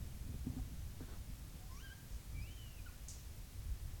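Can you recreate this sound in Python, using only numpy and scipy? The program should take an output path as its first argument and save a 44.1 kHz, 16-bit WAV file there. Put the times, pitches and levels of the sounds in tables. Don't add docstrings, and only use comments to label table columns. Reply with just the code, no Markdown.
import sys
import numpy as np
from scipy import signal
from scipy.fft import rfft, irfft, next_fast_len
from scipy.io import wavfile
from scipy.ndimage import uniform_filter1d, map_coordinates

SR = 44100
rng = np.random.default_rng(int(sys.argv[2]) if len(sys.argv) > 2 else 0)


def transcribe(signal):
    frames = np.atleast_2d(signal).T
    limited = np.clip(frames, -1, 1)
    pcm = np.round(limited * 32767).astype(np.int16)
    wavfile.write(sys.argv[1], SR, pcm)


N = 176400


def elk_bugle():
    # t/s, pitch f/Hz, relative level/dB of the main tone and of its octave
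    lead_in = [(1.595, 715, -77, -90), (1.64, 747, -71, -88), (1.665, 784, -75, -88)]
    rise = [(1.692, 1016, -70, -89), (1.712, 1032, -64, -86), (1.735, 1058, -64, -86),
            (1.755, 1124, -67, -88), (1.775, 1137, -64.5, -70), (1.79, 1213, -72, -70.5),
            (1.805, 1403, -69, -65), (1.825, 1580, -71, -66.5), (1.845, 1617, -57.5, -69),
            (1.865, 1580, -60, -66), (1.888, 1480, -78, -69), (1.912, 1535, -66, -69.5),
            (1.932, 1617, -60.5, -75), (1.95, 1675, -76, -86), (1.972, 1820, -72, -86)]
    arch = [(2.343, 2305.0, -71, -86), (2.365, 2325, -63, -88), (2.395, 2313, -61.5, -80),
            (2.427, 2470, -66.5, -67), (2.46, 2690.0, -64.5, -86), (2.485, 2940, -72, -86),
            (2.515, 3035, -63, -86), (2.555, 3200, -78, -86), (2.595, 3035.0, -63, -86),
            (2.63, 2980, -65, -88), (2.67, 2896, -67, -86), (2.725, 2744, -73, -88), (2.77, 2666, -76, -86),
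            (2.793, 2480.0, -64, -80), (2.815, 2350.0, -79, -86)]
    yelp = [(2.856, 1550, -85, -86), (2.865, 1482, -58.5, -70), (2.876, 1393, -59, -86),
            (2.888, 1246, -75, -64), (2.9, 1043, -67, -84)]
    return sum(whistle(phrase) for phrase in (lead_in, rise, arch, yelp))


def whistle(phrase):
    # f/Hz, width/Hz, relative level/dB
    resonances = [(4870, 140, -8), (5150, 140, -9), (5700, 210, 3)]
    jitter, shimmer_db, fade_s = 0.00606, 1.8, 0.0046

    def throat(f):
        return sum(amp(db) / (1 + (2 * (f - centre) / width) ** 2) for centre, width, db in resonances)

    hz, level_db, octave_db = curves(phrase)
    hz = uniform_filter1d(hz, size=400) * (1 + jitter * wobble(160))
    phase = 2 * np.pi * np.cumsum(hz) / SR
    fade_in = np.minimum(since(phrase[0][0] - fade_s) / fade_s, 1)
    fade_out = np.exp(-since(phrase[-1][0]) / fade_s)
    overtones = sum(throat(k * hz) * np.sin(k * phase) for k in (3, 5))
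    tone = amp(level_db + 0.5) * (np.sin(phase) + amp(-1) * overtones)
    octave = amp(octave_db + 2) * np.sin(2 * phase)
    return np.sqrt(2) * fade_in * fade_out * (tone + octave) * amp(shimmer_db * wobble(70))


def forest_echo(x, delay_s=0.022):
    # f/Hz, time to fade by 60 dB t60/s
    fade_times = [(200, .4), (1500, 0.54), (2400, 0.94), (3200, .55), (8000, 0.28)]
    hz, t, spectrum = signal.stft(rng.standard_normal(SR), SR, nperseg=256)
    decay = np.exp(-np.log(1000) * t / along(fade_times, hz)[:, None])
    tail = signal.istft(spectrum * decay, SR, nperseg=256)[1]
    delayed = np.pad(x, (int(delay_s * SR), 0))
    return signal.fftconvolve(delayed, tail / np.linalg.norm(tail))[:N]


def thumps(attack_s=0.0015):
    # t/s, level/dB, level/dB of the ring compared with the thud
    bumps = [(0.288, -44, -13), (.342, -39, -13), (0.4682, -41, 8), (.565, -51, 12.5), (1.007, -38.5, -6),
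             (1.296, -45.5, -10)]
    # f/Hz, relative level/dB, fade time t60/s
    case_notes = [(183, -17, .14), (254.7, 0, 0.13), (360, -27, 0.063)]
    # f/Hz, relative level/dB
    thud_colour = [(20, -20), (70, -1.5), (190, -1), (300, -17), (450, -25), (900, -49), (2500, -60),
                   (8000, -85)]
    out = np.zeros(N)
    for s, db, ring_db in bumps:
        ring = sum(amp(level) * struck(s, attack_s, t60) * np.sin(2 * np.pi * hz * since(s))
                   for hz, level, t60 in case_notes)
        thud = noise(thud_colour) * struck(s, attack_s, t60=0.067)
        out += amp(db) * (thud + amp(ring_db) * ring)
    return out


def twig_snap(s=3.0838, ping_hz=6340):
    # f/Hz, relative level/dB
    near_colour = [(2000, -43), (4700, -18), (6400, 0), (8000, -5), (9500, -12), (11000, -26), (17000, -45)]
    far_colour = [(1500, -37), (3500, -15), (4700, -7), (6300, -1), (7400, -5), (9500, -14), (13000, -32)]
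    crack = amp(-37) * np.sin(2 * np.pi * ping_hz * since(s)) * struck(s, 0.0003, t60=0.007)
    near = amp(-48 + 2.8 * wobble(700)) * struck(s, 0.0011, t60=0.13) * noise(near_colour)
    far = amp(-54) * struck(s, 0.008, t60=0.57) * noise(far_colour)
    return crack + near + far


def grass_rustle():
    # t/s, length/s, level/dB
    brushes = [(.55, 0.063, -65), (.995, 0.062, -60), (1.07, 0.11, -60)]
    # f/Hz, relative level/dB
    colour = [(150, 2.5), (350, 7.5), (750, -3), (1000, -2), (1600, -1), (2100, -18), (3300, -11),
              (8000, -19), (16000, -40)]
    return swells(brushes, colour)


def hoot(peak_s=0.593, half_width_s=0.013, hz=750):
    t = since(0)
    return amp(-60.5) * np.exp(-((t - peak_s) / half_width_s) ** 2) * np.sin(2 * np.pi * hz * t)


def sizzles():
    # t/s, length/s, level/dB
    puffs = [(1.70, 0.15, -68), (2.10, 0.088, -69.5)]
    # f/Hz, relative level/dB
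    colour = [(2500, -35), (4500, -10), (6400, -4), (7800, -16), (11000, -25)]
    return swells(puffs, colour)


def wind():
    # t/s, relative level/dB
    rumble_levels = [(0.0, -55), (0.04, -41.5), (0.09, -53), (0.31, -45.5), (1.92, -53.5), (2.0, -63.5),
                     (2.15, -48.5), (2.23, -55), (2.42, -42.5), (2.45, -51), (3.34, -52.5), (3.38, -46.5),
                     (3.49, -59.5), (3.59, -45.5), (3.71, -44.5), (3.81, -51), (3.85, -42.5), (4.0, -50.5)]
    rush_levels = [(0, -56), (.12, -59), (.32, -54), (.41, -66), (.46, -48.5), (.65, -56), (.9, -61),
                   (1.6, -62.5), (3, -64.5), (4, -67)]
    # f/Hz, relative level/dB
    rumble_colour = [(10, -5), (25, -4), (52, 0.5), (85, -2.5), (120, -10), (170, -19.5), (300, -37),
                     (800, -63)]
    rush_colour = [(50, -14), (125, 4.5), (190, -1), (265, -4), (330, -11.5), (450, -24), (750, -27),
                   (1200, -40), (3000, -65)]
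    rumble_db, = curves(rumble_levels)
    rush_db, = curves(rush_levels)
    rumble = amp(rumble_db + 1 + 0.5 * wobble(14)) * noise(rumble_colour)
    rush = amp(rush_db + 1.6 * wobble(20)) * noise(rush_colour)
    return rumble + rush


def hiss():
    # f/Hz, relative level/dB
    colour = [(100, -11.5), (300, 2), (450, -0.5), (630, -2), (1000, -5), (1900, -6), (3700, -7),
              (6500, -7), (10000, -8.5), (17000, -9.5)]
    return amp(-61.5) * noise(colour)


def amp(db):
    return 10 ** (np.asarray(db) / 20)


def along(points, hz):
    f, v = np.transpose(points)
    return np.interp(np.log(hz + 1), np.log(f + 1), v)


def since(s):
    return np.maximum(np.arange(N) / SR - s, 0)


def curves(rows):
    s, *columns = np.transpose(rows)
    return [np.interp(since(0), s, column) for column in columns]


def wobble(rate):
    return map_coordinates(rng.standard_normal(int(N * rate / SR) + 4), [np.arange(N) * rate / SR])


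def filtered(x, response):
    size = next_fast_len(N + SR // 2)
    return irfft(rfft(x, size) * response(np.fft.rfftfreq(size, 1 / SR)), size)[:N]


def noise(colour):
    x = filtered(rng.standard_normal(N), lambda hz: amp(along(colour, hz)))
    return x / np.sqrt(np.mean(x ** 2) + 1e-20)


def struck(s, attack_s, t60):
    t = since(s)
    return (1 - np.exp(-t / attack_s)) * np.exp(-np.log(1000) * t / t60)


def swells(rows, colour):
    loudness = sum(amp(db) * np.abs(np.sin(np.pi * np.minimum(since(s) / length, 1))) ** 0.5
                   for s, length, db in rows)
    return noise(colour) * loudness


def scene():
    bugle = elk_bugle()
    small_sounds = thumps() + hoot() + twig_snap() + grass_rustle() + sizzles()
    return (bugle + amp(-10.5) * forest_echo(bugle) + small_sounds + wind() + hiss())[None]


def record(dry):
    return filtered(dry[0], lambda hz: hz < 17250)[None]


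dry = scene()
out = record(dry)
transcribe(out)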